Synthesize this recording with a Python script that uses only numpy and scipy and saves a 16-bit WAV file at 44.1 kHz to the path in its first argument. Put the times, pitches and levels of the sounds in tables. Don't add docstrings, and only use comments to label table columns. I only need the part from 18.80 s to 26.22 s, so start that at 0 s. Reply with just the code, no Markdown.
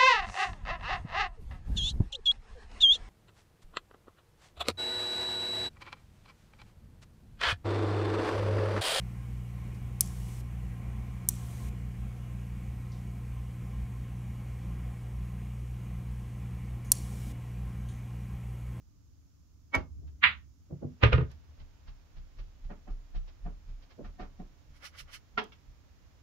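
import sys
import numpy as np
from scipy import signal
from scipy.fft import rfft, irfft, next_fast_len
from scipy.io import wavfile

SR = 44100
rng = np.random.default_rng(int(sys.argv[2]) if len(sys.argv) > 2 else 0)


def dump_mix(stems):
    frames = np.atleast_2d(stems).T
    limited = np.clip(frames, -1, 1)
    pcm = np.round(limited * 32767).astype(np.int16)
    wavfile.write(sys.argv[1], SR, pcm)


N = 327442
TIME = np.arange(N) / SR
LEAD = 2646
BLOW_T = (np.arange(18000) - LEAD) / SR

# peak time in seconds, relative level in dB, brightness in dB per octave.
CUE_HITS = [(0.946, -17.5, 0.5)]
# time in seconds, relative level of the scuff in dB.
FOOTSTEPS = [(2.81, -54), (3.09, -52), (3.379, -55.5), (3.60, -50), (3.854, -58.5), (4.114, -58),
             (4.366, -49.5), (4.655, -63), (4.90, -59), (5.26, -56.5), (5.42, -50), (5.61, -61.5)]
# base frequency in Hz, relative level in dB, time to fall 60 dB in seconds.
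JOIST_RINGS = [(44, 0, .3), (66, -2, 0.37), (126.4, -5, 0.271), (198.5, -13, 0.178)]
# frequency in Hz, relative density in dB per Hz.
RUMBLE_SPECTRUM = [(20, -14.5), (43, -9.5), (72, -2), (90, -6.5), (124, -15), (160, -17.5), (215, -26.5),
                   (280, -20), (360, -33.5), (600, -45.5), (1300, -74)]
# frequency in Hz, relative density in dB per Hz.
SCUFF_SPECTRUM = [(300, 9.5), (900, 6.5), (2800, 1.5), (5500, -3.5), (8500, -43.5), (15000, -28.5)]
FLOOR_HZ = 30.88


def amp(db):
    return 10 ** (np.asarray(db) / 20)


def at_hz(points, hz):
    f, value = np.transpose(points)
    return np.interp(np.log(hz), np.log(f), value)


def bins(size):
    return np.maximum(np.fft.rfftfreq(size, 1 / SR), 1)


def shaped(x, response):
    size = next_fast_len(x.shape[1], True)
    spectrum = rfft(x, size) * response(bins(size))
    return irfft(spectrum, size)[:, :x.shape[1]]


def add(out, s, sound):
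    start = round(s * SR) - LEAD
    out[:, start:start + sound.shape[1]] += sound[:, :N - start]


def coloured(x, colour, tilt_db=0):
    # frequency in Hz, likeness of left and right (1 is identical).
    likeness = [(70, 0.19), (250, 0.34), (600, 0.22), (1400, 0.092), (12000, 0.0094)]

    def response(hz):
        tilt = tilt_db * np.log2(np.maximum(hz, 400))
        gain = amp(at_hz(colour, hz) + tilt)
        gain = gain / np.sqrt(1 + (colour[0][0] / hz) ** 8)
        alike = np.clip(at_hz(likeness, hz), -1, 1)
        mid_and_side = np.array([1 + alike, 1 - alike])
        return gain * np.sqrt(mid_and_side / 2 / np.mean(gain ** 2))

    mid, side = shaped(x, response)
    return np.array([mid + side, mid - side])


def grains(size, grain_db):
    uneven = amp(grain_db * rng.standard_normal((2, size)))
    x = rng.standard_normal((2, size)) * uneven
    return x / x.std()


def envelope(swell_s, t60):
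    swell = np.exp(np.minimum(BLOW_T, 0) / swell_s)
    return swell * amp(-60 * np.maximum(BLOW_T, 0) / t60)


def room_tail(swell_s, delay_s=.006):
    # frequency in Hz, time to fall 60 dB in seconds.
    room_decay = [(100, 0.5), (300, 0.2283), (800, 0.2056), (2200, 0.1561), (5000, 0.193), (12000, 0.01)]
    size, tail = len(BLOW_T), 0
    white = rfft(grains(size, grain_db=4.5))
    centres = [hz for hz, _ in room_decay]
    for (_, t60), own in zip(room_decay, np.eye(len(centres))):
        share = np.interp(np.log(bins(size)), np.log(centres), own)
        tail = tail + irfft(white * share, size) * envelope(swell_s, t60)
    return np.pad(tail, ((0, 0), (int(delay_s * SR), 0)))[:, :size]


def early_echoes(x, echo_db=-7.5, latest_s=.014, count=5):
    high_pass = signal.butter(1, 300, "high", fs=SR, output="sos")
    bounced = amp(echo_db) * signal.sosfilt(high_pass, x)
    out = x.copy()
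    for side, delays in enumerate(rng.uniform(.0015, latest_s, (2, count))):
        for lag in np.ceil(delays * SR).astype(int):
            out[side, lag:] += bounced[side, :-lag]
    return out / np.sqrt(1 + count * amp(2 * echo_db))


def blows(rows, colour, swell_s, body_t60, room_db):
    out = np.zeros((2, N))
    for s, level_db, tilt_db in rows:
        crack = grains(len(BLOW_T), grain_db=1.5) * envelope(swell_s, body_t60)
        answered = crack + amp(room_db) * room_tail(swell_s)
        add(out, s, amp(level_db) * coloured(answered, colour, tilt_db))
    return out


def ring(modes, swell_s, ratio=1, spread_hz=500):
    out = 0
    for hz, db, t60 in modes:
        side_phase = min(hz / spread_hz, 2) * rng.standard_normal((2, 1))
        phase = 2 * np.pi * rng.random() + side_phase
        sine = np.cos(2 * np.pi * hz * ratio * BLOW_T + phase)
        out = out + amp(db) * sine * envelope(swell_s, t60)
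    return out


def ringing(rows, modes, swell_s, uneven_db=5.5, detune=0.0, spread_hz=500):
    out = np.zeros((2, N))
    middle_hz = np.median([hz for hz, _, _ in modes])
    for s, level_db, tilt_db in rows:
        struck = []
        for hz, db, t60 in modes:
            tilt = tilt_db * np.log2(hz / middle_hz)
            struck.append((hz, db + tilt + uneven_db * rng.standard_normal(), t60))
        ratio = 1 + detune * rng.standard_normal()
        add(out, s, amp(level_db) * ring(struck, swell_s, ratio=ratio, spread_hz=spread_hz))
    return out


def booms(rows, ratio, spread_hz=170):
    # base frequency in Hz, relative level in dB, time to fall 60 dB in seconds.
    table_rings = [(63.7, -9.5, 0.34), (76.8, -4, .24), (111.33, 4, .2), (135.1, -5, .24),
                   (148.4, -15, 0.13), (210.9, -18, 0.29)]
    out = np.zeros((2, N))
    for s, level_db in rows:
        boom = ring(table_rings, swell_s=0.0032, ratio=ratio, spread_hz=spread_hz)
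        add(out, s, amp(level_db) * boom)
    return out


def thuds(rows):
    # frequency in Hz, relative density in dB per Hz.
    soft_spectrum = [(110, -4.5), (150, -1), (250, -5), (350, -5), (420, -8.5), (580, -12), (720, -25.5),
                     (900, -30), (1400, -43), (3000, -72), (12000, -100)]
    # base frequency in Hz, relative level in dB, time to fall 60 dB in seconds.
    soft_rings = [(250.6, -1.5, 0.27), (336, -1.5, .14), (480, -8, 0.13), (602, -4.5, 0.0526),
                  (656.4, -8.5, 0.12), (811.56, -16, 0.088), (1120, -30, .08), (1407.6, -31, 0.07)]
    soft = blows(rows, soft_spectrum, swell_s=0.00585, body_t60=0.067, room_db=-8) * amp(-4.5)
    rung = ringing(rows, soft_rings, swell_s=0.0062, uneven_db=3.0, detune=.04) * amp(-10)
    return soft + rung


def background():
    # frequency in Hz, relative density in dB per Hz.
    hiss_spectrum = [(150, 4.5), (400, 6), (700, 3), (1250, 4), (1800, -4), (4200, -5.5), (5200, 0),
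                     (6900, 0), (8200, -18), (10000, -15.5), (12000, -11.5), (15500, -13)]
    rumble = coloured(rng.standard_normal((2, N)), RUMBLE_SPECTRUM) * amp(-58.5)
    hiss = coloured(rng.standard_normal((2, N)), hiss_spectrum, tilt_db=1.4) * amp(-75.5)
    return rumble + hiss


def later_hiss():
    hiss_from_s, hiss_rise_s, hiss_db = 1.7, .6, -71
    risen = np.clip((TIME - hiss_from_s) / hiss_rise_s, 0, 1)
    hiss = coloured(grains(N, grain_db=3.0), SCUFF_SPECTRUM, tilt_db=-0.5)
    return amp(hiss_db) * risen * hiss


def scuffs():
    # time in seconds, relative level in dB.
    brushes = [(1.28, -63), (2.51, -53), (4.482, -53.5), (5.026, -55), (5.11, -53)]
    scuff_lead_s = 0.008
    rows = [(s - scuff_lead_s, db, 0) for s, db in FOOTSTEPS] + [(s, db, 0) for s, db in brushes]
    strokes = blows(rows, SCUFF_SPECTRUM, swell_s=0.0099, body_t60=.1, room_db=-8.5)
    return early_echoes(strokes) * amp(-5.5)


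def footfalls(floor_t60=0.4186, joists_db=-32, joist_share=0.405):
    heaviest_s, heaviest_db, ease_db_per_s, lightest_db = 4.368, -26.5, 10.5, -41.5
    shuffle_from_s, shuffle_gap_s, shuffle_db, shuffle_count = 5.9, 0.33, -49.5, 4
    steps = []
    for s, _ in FOOTSTEPS:
        steps.append((s, max(heaviest_db - ease_db_per_s * abs(s - heaviest_s), lightest_db)))
    for k in range(shuffle_count):
        steps.append((shuffle_from_s + shuffle_gap_s * k, shuffle_db))
    out = np.zeros((2, N))
    for s, level_db in steps:
        floor_ratio = 1 + .1 * rng.standard_normal()
        flex = ring([(FLOOR_HZ, level_db, floor_t60)], swell_s=0.01855, ratio=floor_ratio, spread_hz=50)
        joist_ratio = 1 + 0.0996 * rng.standard_normal()
        joists = ring(JOIST_RINGS, swell_s=0.0116, ratio=joist_ratio, spread_hz=130)
        add(out, s, flex + amp(joists_db + joist_share * level_db) * joists)
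    return out


def ticks():
    # peak time in seconds, relative level in dB.
    tick_times = [(0.951, -42), (0.9615, -54), (2.5162, -66), (6.6406, -59.5)]
    # frequency in Hz, relative density in dB per Hz.
    tick_spectrum = [(2000, -17), (4500, 7), (6500, 7.5), (8800, -9.5), (11000, 0.5), (15500, -11.5)]
    rows = [(s, db, 0) for s, db in tick_times]
    return blows(rows, tick_spectrum, swell_s=0.00133, body_t60=0.0205, room_db=-20.0) * amp(5)


def chalk():
    # middle in seconds, relative level in dB, seconds by which a duller back stroke leads.
    rubs = [(5.967, -65, 0.0161), (6.058, -45.5, 0.0193), (6.196, -46.5, .044), (6.345, -45.5, 0.0512)]
    # time in seconds, relative level in dB, brightness in dB per octave.
    landings = [(6.578, -28, -0.3), (6.584, -26, -0.76), (6.617, -37, -14.5), (6.722, -52, 4.5)]
    # frequency in Hz, relative density in dB per Hz.
    chalk_spectrum = [(500, -10.5), (900, -8.5), (1200, 0.5), (1700, 0), (2200, 5), (2600, -3), (3050, 2),
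                      (4000, -5), (5600, -3), (7800, -17.5), (10500, -14.5), (15500, -26.5)]
    rail_spectrum = [(150, -18), (210, 5), (310, -11.5), (450, 1.5), (550, -16), (740, 0), (1300, -2),
                     (1950, -5.5), (2500, -6), (3300, -5), (3800, -15.5), (5600, -21.5), (8500, -57),
                     (15000, -43.5)]
    # frequency in Hz, relative level in dB, time to fall 60 dB in seconds.
    rail_rings = [(208.8, -10, 0.18), (433, -1, 0.271), (729.8, 7, 0.108), (960, -14, 0.071),
                  (1383, 13.5, 0.049), (1616.4, 3.5, 0.1), (1922, 12.5, 0.0736), (2139, 5, 0.114),
                  (2840, -1, .08), (3340, -4, 0.087)]
    half_width_s, forth_tilt_db, back_tilt_db = 0.01224, 1.3, -5.5
    back_db, back_loss_db_per_s = -1, 213
    strokes = []
    for s, db, lead_s in rubs:
        strokes.append((s, db, forth_tilt_db))
        strokes.append((s - lead_s, db + back_db - back_loss_db_per_s * lead_s, back_tilt_db))
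    rubbing = np.zeros((2, N))
    for s, level_db, tilt_db in strokes:
        pressure = amp(level_db) / np.cosh(np.clip(BLOW_T / half_width_s, -20, 20))
        grit = grains(len(BLOW_T), grain_db=6.5) * pressure
        add(rubbing, s, coloured(grit, chalk_spectrum, tilt_db))
    rattle = early_echoes(blows(landings, rail_spectrum, swell_s=0.00171, body_t60=0.0475, room_db=-9.5))
    rail = ringing(landings[:1], rail_rings, swell_s=0.0014, uneven_db=2.0) * amp(-13)
    return early_echoes(rubbing, echo_db=-6.0, latest_s=.008) + rattle + rail


def ball_return():
    # peak time in seconds, relative level in dB, brightness in dB per octave.
    knock_rows = [(3.906, -39.5, -1), (4.079, -44, -2), (4.350, -51, 2), (4.663, -39, -3),
                  (5.249, -45.5, 2), (5.399, -38, 1), (5.426, -43.5, 0.5), (5.602, -42, -5)]
    # frequency in Hz, relative density in dB per Hz.
    channel_spectrum = [(76, -17), (130, -9), (191, -9.5), (255, -5), (447, -12), (516, -21), (577, -9),
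                        (711, -15.5), (949, -17.5), (1270, -17.5), (6000, -45.5), (7800, -61),
                        (13200, -120)]
    # base frequency in Hz, relative level in dB, time to fall 60 dB in seconds.
    channel_rings = [(176.76, -2, 0.134), (223.2, -3, 0.0576), (571, -9, 0.049), (725.2, 0.5, 0.1),
                     (769.8, -11, 0.071), (1014, -14, 0.0483), (1267, -33, 0.049), (1841, -9.5, 0.042)]
    knocks = blows(knock_rows, channel_spectrum, swell_s=0.00485, body_t60=0.0342, room_db=-2.5)
    rung = ringing(knock_rows, channel_rings, swell_s=0.00481, uneven_db=2.5, detune=0.0327, spread_hz=1020)
    boom = booms([row[:2] for row in knock_rows], ratio=1.9)
    return early_echoes(knocks) * amp(-3.5) + rung * amp(-7.0) + boom * amp(-11.5)


def rolling():
    # start in seconds, relative level in dB.
    rolls = [(1.0, -42.5), (2.2, -48)]
    build_s, fade_db_per_s = .2, 32
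    bed_hz, bed_width_hz = 72.33, 7.9
    level = 0
    for s, db in rolls:
        age = np.maximum(TIME - s, 0)
        fade_db = fade_db_per_s * np.maximum(age - build_s, 0)
        level = level + np.minimum(age / build_s, 1) * amp(db - fade_db)
    rumble = coloured(rng.standard_normal((2, N)), RUMBLE_SPECTRUM)
    hum = shaped(rumble, lambda hz: 1 / (1 + ((hz - bed_hz) / bed_width_hz) ** 2))
    return level * (amp(-6.5) * rumble + amp(-3) * hum / hum.std())


def cushions(contact_tilt_db=3.0, rail_lag_s=.016, rail_db=-1):
    # contact in seconds, level in dB, rail thud's brightness in dB per octave, table boom in dB
    touches = [(1.224, -59.5, -0.5, -52), (1.912, -39.5, 2.5, -38), (2.030, -32, -4, -35),
               (5.194, -37.5, 3.5, -54.5)]
    contacts = [(s, db, contact_tilt_db) for s, db, _, _ in touches]
    rails = [(s + rail_lag_s, db + rail_db, tilt_db) for s, db, tilt_db, _ in touches]
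    boom_rows = [(s + rail_lag_s, boom_db) for s, _, _, boom_db in touches]
    return thuds(contacts + rails) + booms(boom_rows, ratio=1.28) * amp(0.73)


def pocket(boom_lag_s=0.0014, floor_db=-30):
    # peak time in seconds, relative level in dB, brightness in dB per octave,
    # relative level of the table boom in dB, pitch ratio of the boom.
    pocket_rows = [(2.237, -11.5, -2, -14.5, 1), (2.331, -19.5, -2, -25.5, .65),
                   (2.342, -29, -3.5, -20.5, 1.13), (2.382, -26.5, -5.5, -26.5, 1.2),
                   (2.411, -32, -6.5, -29, 1.1)]
    # frequency in Hz, relative density in dB per Hz.
    pocket_spectrum = [(90, -9), (200, -1.5), (300, -8), (400, -5.5), (470, 1), (580, -2), (750, -7.5),
                       (1200, -3), (2000, -2.5), (2700, -2.5), (4000, -14.5), (5500, -26), (8000, -43.5),
                       (15000, -54)]
    # base frequency in Hz, relative level in dB, time to fall 60 dB in seconds.
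    pocket_rings = [(346.2, -10.5, 0.17), (433, -4, 0.17), (494.3, 1, 0.061), (1018, -11.5, 0.1),
                    (1238, -3, 0.093), (1224, -4, .12), (1414, -6, 0.18), (1699.4, -10, 0.11),
                    (1869, -4, .13), (2465, -10, .11), (2862, -8, .13)]
    hits = [row[:3] for row in pocket_rows]
    slam = blows(hits, pocket_spectrum, swell_s=0.0056, body_t60=0.011, room_db=-9)
    slam = early_echoes(slam, echo_db=-10.5) * amp(-3.5)
    crack = blows(hits[:2], pocket_spectrum, swell_s=0.00088, body_t60=0.025, room_db=-21.5) * amp(-1.5)
    rung = ringing(hits, pocket_rings, swell_s=0.0029, uneven_db=2.0, detune=0.01, spread_hz=840)
    out = slam + crack + rung * amp(-13.0)
    for s, _, _, boom_db, ratio in pocket_rows:
        out += booms([(s + boom_lag_s, boom_db)], ratio)
    floor_rings = [(FLOOR_HZ, -2, .4)] + JOIST_RINGS[:2]
    for s, _, _ in hits[:2]:
        add(out, s, amp(floor_db) * ring(floor_rings, swell_s=0.0068, spread_hz=120))
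    return out


def clack(slap_count=3, boom_db=-42, boom_lag_s=.022):
    # peak time in seconds, relative level in dB, brightness in dB per octave.
    ball_hits = [(1.434, -20, 0.5), (1.440, -10, 1)]
    # frequency in Hz, relative density in dB per Hz.
    clack_spectrum = [(120, -50), (200, -12.5), (231, -27), (320, -45), (451, -26.5), (671, -21.5),
                      (1170, -4), (1690, -3), (2060, 2.5), (3600, -10), (4810, -30), (5760, -64),
                      (6420, -45.5), (8260, -59.5), (15000, -59.5)]
    # frequency in Hz, relative level in dB, time to fall 60 dB in seconds.
    clack_rings = [(1334, -4.5, 0.11), (1556, -1.5, 0.088), (1838, -6, 0.232), (2108, -2.5, .18),
                   (2165.5, -0.5, .16), (2353, -11.5, 0.2), (2693.6, -9, 0.188), (2945, -11, .16),
                   (3039, -10, 0.1682), (3930, -15, .14)]
    first_s, gap_s, slap_db, loss_db = 0.0095, 0.0068, -20, 0.21
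    s = ball_hits[-1][0]
    slaps = [(s + first_s + gap_s * k, slap_db - loss_db * k, 0) for k in range(slap_count)]
    hits = blows(ball_hits + slaps, clack_spectrum, swell_s=0.004, body_t60=0.01, room_db=-7)
    hits = early_echoes(hits, echo_db=-13.5) * amp(-2.4)
    tail = blows(ball_hits[-1:], clack_spectrum, swell_s=.004, body_t60=.21, room_db=-20.5) * amp(-12.5)
    rung = ringing(ball_hits[-1:], clack_rings, swell_s=0.0028, uneven_db=1.0) * amp(-17)
    return hits + tail + rung + booms([(s + boom_lag_s, boom_db)], ratio=.85, spread_hz=160)


def cue_ball(count=3):
    gap_s, hop_db, loss_db, tilt_db = 0.021, -31.5, 5.5, 6
    stroke_s = CUE_HITS[0][0]
    hops = [(stroke_s + gap_s * (k + 1), hop_db - loss_db * k, tilt_db) for k in range(count)]
    return thuds(hops) + booms([hops[0][:2]], ratio=.72) * amp(0.5)


def cue():
    # frequency in Hz, relative density in dB per Hz.
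    cue_spectrum = [(70, -9), (140, -12), (300, 1), (450, -1.5), (800, 1.5), (1500, -4), (2400, -7.5),
                    (3300, -15.5), (4500, -25.5), (6500, -33), (8500, -47.5), (15000, -58.5)]
    # frequency in Hz, relative level in dB, time to fall 60 dB in seconds.
    shaft_rings = [(210.6, -25.5, 0.141), (271.2, -16.5, 0.22), (625, -20.5, 0.16), (832.5, -21.5, 0.17),
                   (1134.7, -18.5, 0.16), (1347, -14.5, 0.119), (1658, -25.5, .11), (1880, -12, 0.079),
                   (2252, -0.5, 0.072), (2168, -21.5, 0.18), (2461, -21.5, 0.0715), (3110, -26, 0.0935),
                   (3583, -27, 0.081), (5770, -36.5, 0.101)]
    knock = blows(CUE_HITS, cue_spectrum, swell_s=0.00551, body_t60=0.038, room_db=-8)
    shaft = ringing(CUE_HITS, shaft_rings, swell_s=0.00425, uneven_db=1.0, spread_hz=2900)
    return early_echoes(knock) * amp(-7.0) + shaft * amp(0.5)


def scene():
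    # frequency in Hz, left minus right in dB.
    balance = [(60, -1.1), (150, -1.5), (300, -2.5), (1000, -2.5), (2500, -4.5), (5000, -5), (12000, -3)]
    noise_floor = background() + later_hiss()
    player = scuffs() + footfalls() + ticks() + chalk()
    balls = ball_return() + rolling() + cushions() + pocket() + clack() + cue_ball()
    mix = noise_floor + player + balls + cue()
    halves = np.array([[.5], [-.5]])
    return shaped(mix, lambda hz: amp(at_hz(balance, hz) * halves))


def record(dry):
    low_pass = signal.ellip(10, .05, 60, 15700, fs=SR, output="sos")
    return signal.sosfiltfilt(low_pass, dry)


dry = scene()
out = record(dry)
dump_mix(out)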